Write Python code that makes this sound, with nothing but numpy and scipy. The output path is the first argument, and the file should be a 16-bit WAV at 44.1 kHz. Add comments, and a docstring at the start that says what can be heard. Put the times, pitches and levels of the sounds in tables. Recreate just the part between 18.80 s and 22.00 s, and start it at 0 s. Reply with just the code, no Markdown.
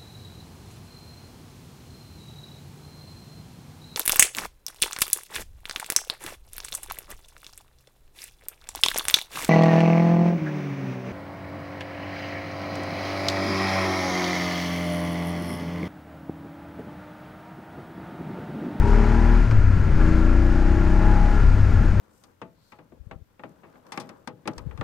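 """A motorcycle pulls uphill, heard by one microphone near the rider's helmet, panned a little left.
The engine pulls; the throttle closes for a gear change with a short clunk, opens again and closes once more.
The exhaust knock, two uneven pulses per cycle ringing pipe resonances, comes and goes with the throttle.
Throughout, three low engine orders boom as tones, and filtered noise makes the wind rumble
and the roar of machinery, intake and road, which throbs with the firing cycle."""
import sys
import numpy as np
from scipy import signal
from scipy.io import wavfile
from scipy.ndimage import uniform_filter1d

SR = 44100
rng = np.random.default_rng(int(sys.argv[2]) if len(sys.argv) > 2 else 0)


def transcribe(signal):
    """Save signal, clipped to [-1, 1], as a 16-bit WAV file at the path in sys.argv[1]."""
    frames = np.atleast_2d(signal).T
    limited = np.clip(frames, -1, 1)
    pcm = np.round(limited * 32767).astype(np.int16)
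    wavfile.write(sys.argv[1], SR, pcm)


N = 141120  # samples, 3.2 s


def gain_of(db):
    """The decibel law: amplitude gain for a level in dB."""
    return 10 ** (np.asarray(db) / 20)


def scaled_to_unit_rms(x):
    """Energy normalisation: the root mean square becomes 1."""
    return x / np.sqrt(np.mean(x ** 2) + 1e-20)


def read_spectrum(points, hz):
    """Spectral interpolation on a logarithmic frequency axis."""
    table_hz, value = np.transpose(points)
    return np.interp(np.log(hz + 1), np.log(table_hz + 1), value)


def follow(table, t):
    """Linear interpolation in time: every column of a table, read at the times t."""
    rows = np.array(table)
    return [np.interp(t, rows[:, 0], column) for column in rows.T[1:]]


def drift(seconds):
    """Random fluctuation of rms 1: white noise smoothed by two moving averages."""
    size = max(int(seconds * SR), 2)
    smooth = uniform_filter1d(rng.standard_normal(N), size)
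    return scaled_to_unit_rms(uniform_filter1d(smooth, size))


def shaped_noise(field_db, size, patchy_db):
    """Short-time spectral shaping: random spectra under a dB field over (Hz, s), with drifting patches."""
    hop = size // 4
    frames, hz = N // hop + 5, np.fft.rfftfreq(size, 1 / SR)
    real, imaginary, patches = rng.standard_normal((frames, len(hz), 3)).T
    patches = uniform_filter1d(patches, size=8, axis=0)  # across frequency
    patches = scaled_to_unit_rms(uniform_filter1d(patches, size=8, axis=1))  # across time
    spectra = real + 1j * imaginary
    flat = signal.istft(spectra, nperseg=size, noverlap=size - hop)[1]
    level_db = field_db(hz[:, None], np.arange(frames) * hop / SR) + patchy_db * patches
    shaped = signal.istft(spectra * gain_of(level_db), nperseg=size, noverlap=size - hop)[1]
    return shaped[:N] / np.std(flat)


# Spectrum of the wind rumble. Each row: frequency in Hz, relative spectral level in dB.
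RUMBLE_SPECTRUM = [(6, -28), (12, 12.5), (20, -12.5), (45, 1.5), (75, -1.5), (110, -6), (150, -18),
                   (250, -45), (500, -78)]
# Gusts of the wind. Each row: time in seconds, relative level of the rumble in dB.
WIND_GUSTS = [(0.0, -9.5), (0.07, -30.5), (0.61, -29), (0.72, -22), (0.79, -16), (0.84, -22), (1.07, -19),
              (1.11, -16), (1.33, -24.5), (1.42, -26), (1.71, -23.5), (2.7, -22.5), (2.74, -22),
              (2.98, -15.5), (3.12, -16.5), (3.19, -26)]


def wind():
    """Low-frequency random pressure: lumpy rumble at the microphone, shaped by spectrum and gusts."""
    def field(hz, t):
        return read_spectrum(RUMBLE_SPECTRUM, hz) + follow(WIND_GUSTS, t)[0] + 24.0
    return shaped_noise(field, size=4096, patchy_db=-1.0)


# Opening of the throttle. Each row: time in seconds, opening from 0 (shut) to 1 (open).
THROTTLE_OPENING = [(0.0, 0.63), (.57, 0.95), (.62, 0.59), (1.14, 0.13), (1.2, 1.0), (2.56, 1), (2.62, 0.2),
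                    (3.2, 0.0)]


def throttle_opening(t):
    """Load control: the opening that sets the strength of the knock and the low burble."""
    return follow(THROTTLE_OPENING, t)[0]


# Spectrum of the roar. Each row: frequency in Hz, relative spectral level in dB.
ROAR_SPECTRUM = [(150, 13), (300, 5), (480, -6), (600, -6), (720, -10.5), (850, -7.5), (1150, -10.5),
                 (1390, -6), (1520, -8), (1690, -10), (1900, -12.5), (2500, -18.5), (2900, -24),
                 (3700, -31), (5000, -32), (5800, -35.5), (6900, -35.5), (7600, -41.5), (10000, -47.5),
                 (13000, -54.5), (15700, -59.5)]
# Course of the roar. Each row: time in seconds, relative level in dB, relative treble tilt in dB.
ROAR_COURSE = [(0.02, -31, -10), (0.09, -30, -4.5), (0.13, -27, -9), (0.27, -28.5, -7.5), (0.6, -29, -8),
               (0.7, -34, -5), (0.72, -29, -5.5), (0.73, -32.5, -7.5), (1.1, -33, -7), (1.26, -28.5, -7.5),
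               (1.48, -32, -6.5), (2.2, -31.5, -6), (2.21, -29, -8.5), (2.51, -30.5, -6), (2.54, -30.5, -6),
               (2.7, -32.5, -5), (3.1, -32, -6.5), (3.15, -33.5, -6)]
TREBLE_HZ, TREBLE_DB = 3240, 11  # centre of the treble ramp, offset added to the tilt
BURBLE_HZ, BURBLE_DB = 600, 7.0  # upper edge of the burble, its gain from open to shut throttle
THROB_DEPTH = 0.046  # share of the amplitude


def roar(turns):
    """Amplitude-modulated noise: machinery, intake and road, with more low burble as the throttle shuts."""
    def field(hz, t):
        level_db, treble_db = follow(ROAR_COURSE, t)
        low_share = np.clip(2 - 2 * hz / BURBLE_HZ, 0, 1)
        treble_share = np.clip(hz / TREBLE_HZ - .5, 0, 1)
        burble_db = -BURBLE_DB * throttle_opening(t) * low_share
        bass_cut_db = .1 * np.maximum(150 - hz, 0)
        spectrum_db = read_spectrum(ROAR_SPECTRUM, hz) - bass_cut_db
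        return spectrum_db + level_db + 14.5 + burble_db + (treble_db + TREBLE_DB) * treble_share
    throb = 1 + THROB_DEPTH * np.cos(2 * np.pi * (turns - .4))
    return shaped_noise(field, size=1024, patchy_db=0.46) * throb


# Strokes of the gear selector. Each row: start in seconds, peak level in dB.
SELECTOR_STROKES = [(0.7105, -23.5), (0.72, -32)]
# Ringing of the metal. Each row: frequency in Hz, relative level in dB, 60 dB decay time in seconds.
METAL_MODES = [(1430, 0.0, 0.011), (2170, -4, 0.0053), (3400, -21, 0.0044), (4900, -18, .008),
               (7200, -30.0, .005)]


def clunks():
    """Impact excitation of damped modes: a short rattle in the gearbox rings a few metal bands."""
    t, out = np.arange(4000) / SR, np.zeros(N)
    for start, peak_db in SELECTOR_STROKES:
        rattle = rng.standard_normal(len(t)) * np.minimum(t / 0.00065, 1) * np.exp(-t / 0.0046)
        ring = sum(gain_of(db - 60 * t / t60) * np.sin(2 * np.pi * hz * t) for hz, db, t60 in METAL_MODES)
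        hit = signal.fftconvolve(rattle, ring * np.minimum(t / 0.00036, 1))[:len(t)]
        out[round(start * SR):][:len(t)] += gain_of(peak_db) * hit / abs(hit).max()
    return out


# Running of the engine. Each row: time in seconds, firing-cycle rate in Hz,
# then the rms levels of orders 1, 2 and 3 in dB.
ENGINE_COURSE = [(0.0, 36.07, -32, -22, -24), (0.13, 36.81, -12.5, -26, -29),
                 (0.29, 37.82, -17.5, -27, -27.5), (0.45, 38.9, -16, -22, -30.5),
                 (0.57, 39.38, -13.5, -33, -28), (0.63, 38.19, -14, -26, -29.5),
                 (0.69, 36.9, -29, -32, -20.5), (0.75, 36.3, -25, -28, -18),
                 (0.8, 33.92, -18.5, -24, -20.5), (0.93, 31.76, -21.5, -25, -18),
                 (1.1, 27.95, -34, -25, -27), (1.2, 28.61, -15.5, -24, -26), (1.36, 29.1, -22, -22.5, -22),
                 (1.45, 29.4, -15.5, -26.5, -28.5), (1.56, 30.05, -18, -19.5, -26),
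                 (1.8, 31.29, -18, -22, -28.5), (2.0, 32.24, -19, -24.5, -27.5),
                 (2.23, 33.22, -17.5, -26, -27), (2.34, 33.97, -14.5, -22.5, -26.5),
                 (2.47, 34.52, -17, -37, -33), (2.57, 34.8, -17, -23.5, -33), (2.7, 33.9, -13.5, -29, -22),
                 (2.76, 33.1, -20, -24, -20), (2.85, 32.71, -19.5, -22, -17.5),
                 (2.91, 33.23, -26, -19, -25), (2.96, 33.4, -17, -36, -20), (3.1, 33.1, -21, -29, -26),
                 (3.2, 31.79, -23.5, -22, -19.5)]


def engine_course(t):
    """Phase is the integral of frequency: cycles turned, with the cycle rate and the order levels."""
    hz, *orders_db = follow(ENGINE_COURSE, t)
    turns = .48 + np.cumsum(hz) / SR  # starts .48 into a cycle
    return hz, turns, orders_db


# Phase lags of engine orders 1, 2 and 3, in firing cycles.
ORDER_LAGS = [0.0, -.035, .045]
BOOM_UNEVEN_DB = 0.5


def boom(turns, levels_db):
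    """Harmonic synthesis: the three lowest engine orders, as slightly lumpy tones."""
    out = np.zeros(N)
    for order, (db, lag) in enumerate(zip(levels_db, ORDER_LAGS), start=1):
        peak = np.sqrt(2) * gain_of(db + BOOM_UNEVEN_DB * drift(0.01))
        out += peak * np.cos(2 * np.pi * order * (turns - lag))
    return out


# Exhaust knock. Each row: time in seconds, then the relative level in dB of each pipe resonance
# but the last, in turn.
KNOCK_LEVELS = [(0.0, -59, -26, -49, -38, -49, -34, -41, -58),
                (0.06, -31, -23, -39, -21.5, -41, -27.5, -26, -45),
                (0.16, -39, -22.5, -32, -23, -28, -28, -34, -42.5),
                (0.52, -51, -22, -23, -34.5, -40, -26.5, -31, -36),
                (0.63, -40, -30, -39, -36.5, -39, -52, -48, -34.5),
                (0.93, -36, -23, -37.5, -43, -56, -62, -57, -38),
                (1.09, -27, -48, -49, -31, -47, -47, -39, -33.5),
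                (1.15, -23.5, -36, -27.5, -39, -48, -50, -47, -49),
                (1.22, -29, -25, -23.5, -28.5, -44, -37, -58, -30),
                (1.3, -19.5, -35, -20.5, -36.5, -39.5, -67, -62, -42),
                (1.53, -33.5, -23, -21, -35, -35.5, -66, -54, -37),
                (1.6, -34, -26.5, -17, -43, -37, -39.5, -74, -41),
                (2.03, -24, -31, -16.5, -59, -36.5, -37.5, -48, -40),
                (2.3, -25.5, -27, -23, -36, -32, -24, -35, -36),
                (2.42, -27, -24, -29, -51, -32, -23.5, -40, -44),
                (2.6, -41, -25, -32, -29, -51, -35.5, -44, -28),
                (2.64, -38, -42, -44, -33, -36, -43, -43, -30.5),
                (2.73, -52, -29, -43, -50, -44, -37, -52, -34),
                (2.9, -48, -30, -43, -36, -43, -48, -49, -34),
                (3.02, -36, -19, -42, -38, -42, -32, -51, -28),
                (3.2, -45, -55, -48, -55, -34, -49, -58, -45)]
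# Pipe resonances. Each row: nominal centre in Hz, nominal width in Hz, how far the centre follows the rise,
# strength of the second cylinder against the first.
PIPE_RESONANCES = [(154.94, 121, 0.4, 1.1), (232, 93, 0.19, 0.68), (329, 33, 0.66, 3.4),
                   (407.3, 60, 0.47, 0.29), (609.3, 34, 1.05, 0.17), (828, 45, 0.26, 0.35),
                   (952, 62, 0.75, 0.55), (1384, 42, 0.12, 0.27), (1697, 30, 0.15, 0.35)]
# The resonances creep up during each pull. Each row: time in seconds, rise as a share of the centre.
RESONANCE_RISE = [(0.0, -0.047), (.57, 0.064), (1.15, -0.083), (2.55, 0.057), (3.2, -0.019)]
TOP_DB = -3  # last resonance against the one before
STEEPNESS = 1.264  # how fast the skirts of the resonances fall
BARE_DB, BARE_HZ = -50.5, 1400  # relative level and reach of the bare pulse
SECOND_LAG = .345  # the second cylinder fires this many cycles late
LOOSE_FROM = 13  # orders above this do not line up with the pulse
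WOBBLE_OPEN, WOBBLE_SHUT, WOBBLE_S = .0015, .012, .04  # rms in cycles, throttle open and shut; smoothing in s
ORDER_DRIFT, ORDER_DRIFT_DB = .065, 1.2  # each order wanders by itself: phase in cycles, level
KNOCK_DB, SHUT_DB, UNEVEN_DB = -2.5, -5, 0.5  # overall, added as the throttle shuts, fluctuation


def pipe_response(order_hz, late, levels, rise):
    """Resonance filtering: the bare pulse plus each pipe resonance, excited by both cylinders."""
    response = gain_of(BARE_DB) / (1 + (order_hz / BARE_HZ) ** 2)
    for level, (centre, width, share, second) in zip(levels, PIPE_RESONANCES):
        detuning = 2 * (order_hz - centre * (1 + share * rise)) / width
        both_cylinders = (1 + second * late) / (1 + second)
        response = response + level * both_cylinders / (1 + detuning ** 2) ** STEEPNESS
    return response


def knock(t, hz, turns):
    """Source and filter: two uneven pulses per cycle ring the pipe, weaker and less steady when shut."""
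    coarse = np.linspace(0, N / SR, num=2000)  # slow time grid for the orders
    levels_db = follow(KNOCK_LEVELS, coarse)
    levels = gain_of(levels_db + [levels_db[-1] + TOP_DB])
    rise = follow(RESONANCE_RISE, coarse)[0]
    opening = throttle_opening(t)
    wobble = WOBBLE_SHUT + (WOBBLE_OPEN - WOBBLE_SHUT) * opening
    turns = turns + wobble * drift(WOBBLE_S)
    rate = np.interp(coarse, t, hz)
    out = np.zeros(N)
    for k in range(4, 60):  # engine orders
        late = np.exp(-2j * np.pi * k * SECOND_LAG)
        response = pipe_response(k * rate, late, levels, rise)
        wander = uniform_filter1d(rng.standard_normal((2, len(coarse))), size=130)
        slip, swell = scaled_to_unit_rms(uniform_filter1d(wander, size=130))
        size = response * gain_of(ORDER_DRIFT_DB * swell) * np.exp(2j * np.pi * ORDER_DRIFT * slip)
        loose_phase = rng.random() * (k > LOOSE_FROM)
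        carrier = np.exp(2j * np.pi * (k * turns - loose_phase))
        out += (np.interp(t, coarse, size) * carrier).real
    return out * gain_of(KNOCK_DB + SHUT_DB * (1 - opening) + UNEVEN_DB * drift(0.084))


def scene():
    """Superposition: all sources add at one microphone, copied to two channels."""
    t = np.arange(N) / SR
    hz, turns, orders_db = engine_course(t)
    background = wind() + roar(turns) + clunks()
    engine = boom(turns, orders_db) + knock(t, hz, turns)
    mono = background + engine
    return np.array([mono, mono])


CEILING = 0.92  # where the microphone stage rounds off peaks, full scale = 1
LEFT_DB, RIGHT_DB = 1.96, -2.54
EDGE_HZ = 15720  # upper band limit


def record(dry):
    """Soft saturation, level panning, then a linear-phase low-pass band limit."""
    rounded = CEILING * np.tanh(dry / CEILING)
    panned = rounded * gain_of([[LEFT_DB], [RIGHT_DB]])
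    low_pass = signal.firwin(511, EDGE_HZ, window=("kaiser", 9), fs=SR)
    return signal.oaconvolve(panned, low_pass[None], "same")


dry = scene()
out = record(dry)
transcribe(out)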